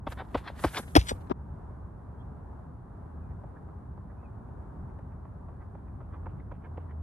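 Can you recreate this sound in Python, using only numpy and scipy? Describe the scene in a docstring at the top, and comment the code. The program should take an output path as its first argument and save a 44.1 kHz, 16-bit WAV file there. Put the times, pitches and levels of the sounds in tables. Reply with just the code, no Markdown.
"""Far traffic rumbles, and at once a sprinter's feet slap past on a dry dirt path, swinging to the left. The
sound breaks off abruptly and the scene changes; a far bird whistles, and the runner approaches again from a
distance. Each footfall is an impact that rings shoe and soil and crushes grit; each push-off is stick-slip
friction. Kicked sand and pebbles patter down. Spreading and ground loss make the far steps faint and dull."""
import sys
import numpy as np
from scipy import signal
from scipy.fft import rfft, irfft, next_fast_len
from scipy.io import wavfile
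from scipy.ndimage import map_coordinates

SR = 44100
rng = np.random.default_rng(int(sys.argv[2]) if len(sys.argv) > 2 else 0)


def to_wav(sig):
    """Store sig (one row per channel, or 1-D mono) as 16-bit WAV at the path in sys.argv[1].

    Samples outside -1..1 are clipped; the rate is SR.
    """
    pcm = np.clip(np.atleast_2d(sig), -1, 1) * 32767
    pcm = np.round(pcm).astype(np.int16)
    wavfile.write(sys.argv[1], SR, pcm.T)  # frames by channels


N = 309582
SHOT = 12288  # samples in one short sound
LOCAL_S = (np.arange(SHOT) - SHOT // 2) / SR  # time around its middle


def amp(db):
    """Amplitude ratio: tenfold for every 20 dB."""
    return 10 ** (np.asarray(db) / 20)


def unit(x):
    """Power normalisation to rms 1."""
    return x / np.sqrt(np.mean(x ** 2) + 1e-20)


def burst(x, seconds):
    """Energy normalisation: as much as rms 1 held for the given seconds."""
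    return x * np.sqrt(seconds * SR / (np.sum(x ** 2) + 1e-20))


def along(points, hz):
    """Interpolation of (frequency, value) points on a logarithmic frequency axis."""
    frequencies, values = np.transpose(points)
    return np.interp(np.log(hz + 1), np.log(frequencies), values)


def at(rows, s):
    """Linear interpolation of a table's columns at the times s."""
    times, *columns = np.transpose(rows)
    return [np.interp(s, times, column) for column in columns]


def wobble(rate_hz, size=N):
    """Random modulation: a smooth curve through Gaussian knots."""
    knots = rng.standard_normal(int(size * rate_hz / SR) + 4)
    fine = np.linspace(0, len(knots) - 1, 10 * len(knots))
    return np.interp(np.arange(size) * rate_hz / SR, fine, map_coordinates(knots, [fine]))


def filtered(x, response):
    """Linear filtering: the spectrum is multiplied by a frequency response."""
    n = x.shape[-1]
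    padded = next_fast_len(n + 2048)
    return irfft(rfft(x, padded) * response(np.fft.rfftfreq(padded, 1 / SR)), padded)[..., :n]


def ring(modes, hz):
    """Modal resonance: second-order band-passes, each squared for steep skirts."""
    return sum((-1) ** k * amp(db) * (2j * hz * width / (pitch ** 2 - hz ** 2 + 2j * hz * width)) ** 2
               for k, (pitch, width, db) in enumerate(modes))


def grains(size, rate_hz, spread_db):
    """Shot noise: clicks at random times and of unequal size, rms 1."""
    chance, sign, level = rng.random(size), rng.standard_normal(size), rng.standard_normal(size)
    return unit((chance < rate_hz / SR) * np.sign(sign) * amp(spread_db * np.clip(level, -2, 2)))


def peak(t, rise_s, fall_s):
    """Exponential growth up to t = 0 and exponential decay after it."""
    return np.exp(-np.abs(t) / np.where(t < 0, rise_s, fall_s))


def spread(pair, spectrum, coherence):
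    """Partial coherence: two independent signals mix into one coloured stereo sound of rms 1."""
    angle = lambda hz: np.arccos(np.clip(along(coherence, hz), -1, 1)) / 2
    mid, side = filtered(pair, lambda hz: amp(along(spectrum, hz)) * [np.cos(angle(hz)), np.sin(angle(hz))])
    return unit(np.array([mid + side, mid - side]))


# the two runs along the path: end_s, passing_s, landing_to_scrape_s, traffic_gain_db
RUNS = [(1.328, .98, .127, 5.5), (8, 9.386, .131, 0)]

def run_at(s):
    """Piecewise motion: the run under way at time s."""
    return RUNS[int(s > RUNS[0][0])]


def lasting(s, t):
    """Gating: a sound made at s is heard, t seconds later, only until its run ends."""
    return np.clip((run_at(s)[0] - s - t) / 0.0035, 0, 1)


def runner_at(s):
    """Spherical spreading and ground loss: doublings of 1 m, loss, treble edge, how far past (0-1)."""
    speed_m_per_s, nearest_m, ground_db_per_m = 6.098, 0.52, 0.1888
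    past_m = speed_m_per_s * (s - run_at(s)[1])
    range_m = np.hypot(past_m, nearest_m)
    loss_db = 20 * np.log10(range_m) + ground_db_per_m * range_m
    edge_hz = 3193 + 10499 / (1 + range_m ** 1.8) - 37 * range_m  # sinks fast at first, then slowly
    return np.log2(range_m), loss_db, max(edge_hz, 1000), np.clip(past_m / nearest_m, 0, 1)


def grazing(hz, edge_hz):
    """Ground attenuation: sound that skims the soil loses its treble."""
    return 1 / np.sqrt(1 + (hz / edge_hz) ** 11)


# the runner's direction: time_s, left_lead_ms, left_minus_right_db
BEARING = [(.36, 0, 1), (.78, 0.052, 1.5), (.97, 0.331, 4), (1.1, 0.356, 2), (1.31, .51, 11),
           (2.9, -0.052, -3.78)]

def place(out, s, sound):
    """Time and level differences: a sound added at s reaches the nearer side earlier and louder."""
    lead_ms, pan_db = at(BEARING, s)
    where = round(s * SR) + np.arange(SHOT) - SHOT // 2
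    inside = (where >= 0) & (where < N)
    hz = np.fft.rfftfreq(SHOT, 1 / SR)
    # diffraction: long waves take a longer way round, but cast no shadow
    phase = 2 * np.pi * hz * lead_ms / 1000 * (1 + 0.49 / (1 + (hz / 750) ** 2))
    shadow_db = pan_db * hz / (hz + 150)
    spectrum = rfft(sound * lasting(s, LOCAL_S))
    for channel, side in enumerate((.5, -.5)):
        heard = irfft(spectrum * amp(side * shadow_db) * np.exp(1j * side * phase))
        out[channel, where[inside]] += heard[inside]


# spectra of the traffic's rumble and of its tyres: frequency_hz, density_db
RUMBLE_SPECTRUM = [(12, -58), (20, -25.5), (24, -18), (35, -13), (45, -3.5), (64, 2), (92, -2), (113, -2),
                   (189, -7.5), (236, -14), (268, -16), (323, -21), (400, -26), (520, -55.5), (880, -120)]
TYRE_SPECTRUM = [(150, -28), (250, -2), (302, -8.5), (404, -6.5), (488, -11), (801, -9.5), (1000, -10.5),
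                 (1590, -22.5), (2280, -40), (3050, -47.5), (3270, -48), (3560, -50), (4930, -54),
                 (10100, -53), (15000, -69)]
# left-right likeness of the background: frequency_hz, coherence
AMBIENT_COHERENCE = [(60, 1), (130, 0.876), (290, 0.65), (640, 0.096), (1410, 0.5), (3100, 0.043),
                     (6820, 0.23), (15000, 0.53)]

def traffic():
    """Broadband noise: far traffic blends into a slowly swaying rumble and a dull wash of tyres."""
    (end_s, _, _, first_db), (_, _, _, second_db) = RUNS
    run_db = np.interp(np.arange(N) / SR, [end_s, end_s + 0.0103], [first_db, second_db])
    noise = lambda spectrum: spread(rng.standard_normal((2, N)), spectrum, AMBIENT_COHERENCE)
    rumble_db = -44 + run_db + 1.2 * wobble(6)
    tyre_db = -54 + run_db + 1.2 * wobble(5)
    return amp(rumble_db) * noise(RUMBLE_SPECTRUM) + amp(tyre_db) * noise(TYRE_SPECTRUM)


# a far engine's swell: time_s, relative_level_db
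ENGINE_SWELL = [(1.4, -52.5), (6.48, -48.5), (7.0, -38)]

def engine():
    """Amplitude and frequency modulation: a far engine drones on one low, wavering tone."""
    level_db = at(ENGINE_SWELL, np.arange(N) / SR)[0] - 2 + 3.5 * wobble(16)
    pitch_hz = 85 + 5 * wobble(14)
    return amp(level_db) * unit(np.sin(2 * np.pi * np.cumsum(pitch_hz) / SR))


# spectrum of the hiss: frequency_hz, density_db
HISS_SPECTRUM = [(2000, -22), (3500, 2.5), (7000, -9), (9500, 1.5), (12000, -4.5), (13300, -17),
                 (15000, -31)]

def hiss():
    """Stationary noise: a faint, even hiss in the treble."""
    return amp(-90.5) * spread(rng.standard_normal((2, N)), HISS_SPECTRUM, AMBIENT_COHERENCE)


def stony(x, share, t60_s):
    """Convolution with decaying noise: loose stones ring briefly, at new pitches for every contact."""
    t = np.arange(SR // 20) / SR
    tail = rng.standard_normal(len(t)) * amp(-60 * t / t60_s)
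    return x + share * signal.fftconvolve(x, tail / np.linalg.norm(tail))[:len(x)]


def sinking(x, octaves):
    """Downward glide: a contact's pitch falls as more and more sole bears on the soil."""
    position = np.cumsum(2 ** (-octaves * np.tanh(LOCAL_S / .008)))
    return map_coordinates(x, [position - position[SHOT // 2] + SHOT // 2], order=1)


# the soil's deep modes: pitch_hz, base_swell_s, weight_db
SOIL_MODES = [(79.5, 0.0059, -1), (62.18, .014, -17.5)]

def soil(t, stretch):
    """Damped oscillation: the ground bounces under the runner; a gentler push stretches the swell."""
    age_s = np.maximum(t, 0)
    bounce = sum(amp(db) * np.sin(2 * np.pi * hz * age_s) * age_s * np.exp(-age_s / (stretch * swell_s))
                 for hz, swell_s, db in SOIL_MODES)
    return filtered(bounce, lambda hz: hz ** 4 / (hz ** 4 + 42 ** 4))  # the bounce carries no deep bass below about 42 Hz


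# resonances of a shoe on packed soil: pitch_hz, width_hz, gain_db
THUD_MODES = [(162, 87, -6.5), (311.3, 52, -1.5), (492.5, 150, -9.5)]
SLAP_MODES = [(564, 130, 2.5), (972.5, 200, -1.5), (1470, 500, -19.5)]
# spectrum of crushed grit: frequency_hz, density_db
CRUNCH_SPECTRUM = [(500, -39), (1200, 6.5), (2100, -0.5), (2800, -5.5), (3400, -2.5), (4200, -9.5),
                   (5300, -5.5), (6600, -17), (12000, -15.5), (15000, -30)]
# strides, levels before distance loss: contact_s, heel_to_sole_s, landing_db, push_off_db
STRIDES = [(.076, 0.0082, -14, -21), (.355, 0.0098, -11.5, -26), (.649, 0.00976, -14, -26),
           (.968, .014, -17.5, -30.5), (1.317, 0.01883, -23.5, -33.5), (2.91, .008, -23.5, -30),
           (3.18, 0.0105, -23.5, -20), (3.44, 0.00446, -12.5, -21.5), (3.698, 0.011, -20.5, -35.5),
           (3.978, 0.0035, -19, -26.5), (4.232, 0.0041, -20.5, -42), (4.489, .003, -23.5, -34.5),
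           (4.77, .006, -26.5, -33), (4.993, 0.0047, -19.5, -31), (5.255, .005, -22, -37.5),
           (5.493, 0.0083, -23.5, -30.5), (5.753, 0.00324, -21, -36.5), (6.015, 0.012, -22.5, -24.5),
           (6.268, .009, -15.5, -34), (6.524, 0.0121, -18.5, -27), (6.779, .0065, -18, -34.5)]

def footfalls():
    """Impact excitation: the heel touches, the sole slaps and crushes grit, soil gives, grit skitters."""
    out, t = np.zeros((2, N)), LOCAL_S
    for k, (s, roll_s, landing_db, _) in enumerate(STRIDES):
        doublings, loss_db, edge_hz, past = runner_at(s)
        dull_db = 8.5 * past  # landings are duller once the runner has passed
        heel = peak(t + roll_s, .001, 0.0021)
        touching = t > -roll_s - .001
        press_s = .35 * min(roll_s, .012)  # a flat landing is a sharper one
        weight = touching * (0.1493 * heel + np.minimum(peak(t + 0.0021, 1.6 * press_s, 0.0015), .6))
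        thud = filtered(weight * grains(SHOT, 5000, 2.6), lambda hz: ring(THUD_MODES, hz))
        sole = touching * (0.43 * heel + peak(t, 1.5 * press_s, 0.0046)) * grains(SHOT, 3500, 4.6)
        slap = filtered(sole, lambda hz: ring(SLAP_MODES, hz) * grazing(hz, edge_hz))
        crush = touching * (0.47 * heel + peak(t + 0.00091, 1.707 * press_s, 0.005))
        stones = stony(crush * grains(SHOT, 3700, 1.0), share=0.18, t60_s=0.025)
        crunch = filtered(stones, lambda hz: amp(along(CRUNCH_SPECTRUM, hz)) * grazing(hz, edge_hz))
        patter = touching * peak(t - .028, 0.026, 0.021) * grains(SHOT, 2500, 4.6)
        skitter = filtered(patter, lambda hz: ring([(2825, 2300, 0)], hz) * grazing(hz, 0.99 * edge_hz))
        layers = [(thud, 2.5 - 1.5 * doublings + dull_db - 0.5 * (-1) ** k),  # one foot is heavier
                  (sinking(slap, octaves=.3), 0),
                  (crunch, -5 - 2.8 * doublings - dull_db),
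                  (soil(t - .0095, stretch=1), -1.1 - 2.2 * doublings),
                  (skitter, -23 - doublings)]
        place(out, s, amp(landing_db - loss_db) * sum(amp(db) * burst(x, 0.01983) for x, db in layers))
    return out


def shower(t, swell_s, linger_db, settle_s):
    """Two-stage decay: a spray swells, drops quickly and leaves a thin trickle."""
    return np.maximum(peak(t, swell_s, 0.027), amp(linger_db) * peak(t, swell_s, settle_s))


# spectra of falling grit and sand: frequency_hz, density_db
GRIT_SPECTRUM = [(200, -21.5), (500, 2.5), (1100, 1.5), (1700, 3), (2600, -8), (3300, -8), (4300, -11.5),
                 (5500, -19), (8000, -20.5), (14000, -36)]
SAND_SPECTRUM = [(2500, -34), (5500, -5), (7500, -2), (9500, 1.5), (12200, 2), (13300, -15.5),
                 (15500, -33.5)]
# sprays of kicked-up dirt: thickest_s, swell_s, grit_db, sand_db
SPRAYS = [(.108, 0.0145, -43, -51.5), (0.381, 0.0364, -50, -60.5), (.49, 0.06, -61, -68),
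          (.605, 0.0166, -46.5, -54.5), (.654, 0.0284, -36, -42.5), (.745, 0.034, -45.5, -51),
          (.79, 0.027, -49, -42.5), (.977, 0.0075, -41.5, -50), (1.095, 0.09, -53, -51)]

def spray():
    """Superposition of tiny impacts: kicked grit and fine sand patter down in clumps around the runner."""
    n = np.arange(N)
    grit_flow, sand_flow = np.zeros((2, N))
    for s, swell_s, grit_db, sand_db in SPRAYS:
        t = n / SR - s
        grit_flow += amp(grit_db) * shower(t, swell_s, linger_db=-11.5, settle_s=0.13) * lasting(s, t)
        sand_flow += amp(sand_db) * shower(t, swell_s, linger_db=-13, settle_s=0.11) * lasting(s, t)
    fall = lambda rate_hz, spread_db: np.array([grains(N, rate_hz, spread_db) for _ in range(2)])
    grit_flow *= amp(4.5 * wobble(77))
    grit = grit_flow * spread(fall(4300, 3.5), GRIT_SPECTRUM, coherence=[(1000, 1.0), (6000, .6)])
    sand_flow *= amp(1.2 * wobble(79))
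    sand = sand_flow * spread(fall(12000, 2), SAND_SPECTRUM, coherence=[(8000, 0.23)])
    lead_samples = at(BEARING, n / SR)[0] * SR / 1000
    return np.array([map_coordinates(x, [n + side * lead_samples])
                     for x, side in zip(grit + sand, (.5, -.5))])


# spectrum of a sole dragged over grit: frequency_hz, density_db
SCRAPE_SPECTRUM = [(120, -26.5), (350, -3.5), (700, -1.5), (1200, 3.5), (2100, -3), (2700, -10.5),
                   (3500, -4.5), (6500, -16.5), (12000, -21), (15000, -40.5)]

def push_offs():
    """Stick-slip friction: the toe scrapes grit backwards ever harder, then flicks off the ground."""
    out, t = np.zeros((2, N)), LOCAL_S
    for contact_s, _, _, push_db in STRIDES:
        s = contact_s + run_at(contact_s)[2]
        doublings, loss_db, edge_hz, past = runner_at(s)
        # once past, the sole faces the listener: brighter and snappier
        tilt_db_per_octave = 0.04 - doublings + 4.5 * past
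        flick_db = push_db - loss_db - 4.5 + 9 * past
        colour = lambda hz: amp(along(SCRAPE_SPECTRUM, hz) + tilt_db_per_octave * np.log2(hz + 1))
        slips = peak(t, 0.014, .0085) * amp(1.7 * wobble(260, SHOT))  # the sole catches and lets go
        stones = stony(slips * grains(SHOT, 1800, 1.6), share=0.91, t60_s=0.049)
        scrape = filtered(stones, lambda hz: colour(hz) * grazing(hz, edge_hz))
        place(out, s, amp(push_db - loss_db) * burst(scrape, 0.0394))
        toe = peak(t, 0.0065, 0.0016) * grains(SHOT, 2700, 11.0)
        shoe = lambda hz: 2.45 * ring(THUD_MODES, hz) + ring(SLAP_MODES, hz) * grazing(hz, edge_hz)
        flick = sinking(filtered(toe, shoe), octaves=0.57)
        rebound = soil(t - .009, stretch=1.2)
        place(out, s + .021, amp(flick_db) * (burst(flick, 0.0183) + .7 * burst(rebound, 0.013)))
    return out


# single pebbles landing: impact_s, pitch_hz, level_db
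PEBBLES = [(.564, 3593, -58.5), (.679, 2980, -52.5), (.688, 3400, -55), (.747, 1690, -33),
           (.769, 2400, -30.5), (1.014, 3000, -33.5), (1.018, 2900, -55)]

def pebbles():
    """Heavily damped resonance: each thrown pebble lands with a short, dry tick."""
    out = np.zeros((2, N))
    for s, pitch_hz, db in PEBBLES:
        knock = stony(peak(LOCAL_S, .0002, .0005) * rng.standard_normal(SHOT), share=.6, t60_s=.015)
        mode = [(pitch_hz, .25 * pitch_hz, 0)]
        tick = filtered(knock, lambda hz: ring(mode, hz) * grazing(hz, 2 * pitch_hz))
        place(out, s, amp(db) * burst(tick, .003))
    return out


# a far bird's whistles: middle_s, length_s, pitch_hz, glide_octaves, level_db
WHISTLES = [(2.208, 0.053, 3280, -.02, -70.5), (3.26, 0.0915, 2470, -.04, -79.5),
            (4.205, 0.079, 2520, .16, -78), (4.259, 0.07, 2510, -0.17, -70)]

def bird():
    """Frequency glides: thin whistles, blurred by distance into a random flutter of pitch and level."""
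    out = np.zeros((2, N))
    for s, length_s, pitch_hz, glide_octaves, db in WHISTLES:
        progress = np.clip(LOCAL_S / length_s, -.5, .5)
        hz = pitch_hz * 2 ** (glide_octaves * progress + 0.025 * wobble(300, SHOT))
        swell = amp(db + 2.92 * wobble(70, SHOT)) * np.cos(progress * np.pi)
        place(out, s, swell * np.sin(2 * np.pi * np.cumsum(hz) / SR))
    return out


# overall level, lower for the first run and dipping briefly as it ends: time_s, gain_db
OVERALL_GAIN = [(1.321, -5.5), (1.326, -11.5), (1.342, -5), (1.365, 0)]

def scene():
    """Superposition on open ground: the sources add without echoes."""
    runner = footfalls() + push_offs() + pebbles() + spray()
    surroundings = bird() + traffic() + engine() + hiss()
    return amp(at(OVERALL_GAIN, np.arange(N) / SR)[0]) * (runner + surroundings)


def record(dry):
    """Band limiting and saturation: the deepest bass thins, peaks round off, the top treble is cut."""
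    low_cut_hz, top_hz = 28, 15650
    high_pass = lambda ratio: (1j * ratio) ** 2 / (1 + 1j * ratio - ratio ** 2)
    thinned = filtered(dry, lambda hz: high_pass(hz / low_cut_hz))
    rounded = thinned / (1 + thinned ** 8) ** (1 / 8)
    return filtered(rounded, lambda hz: hz < top_hz)


dry = scene()
out = record(dry)
to_wav(out)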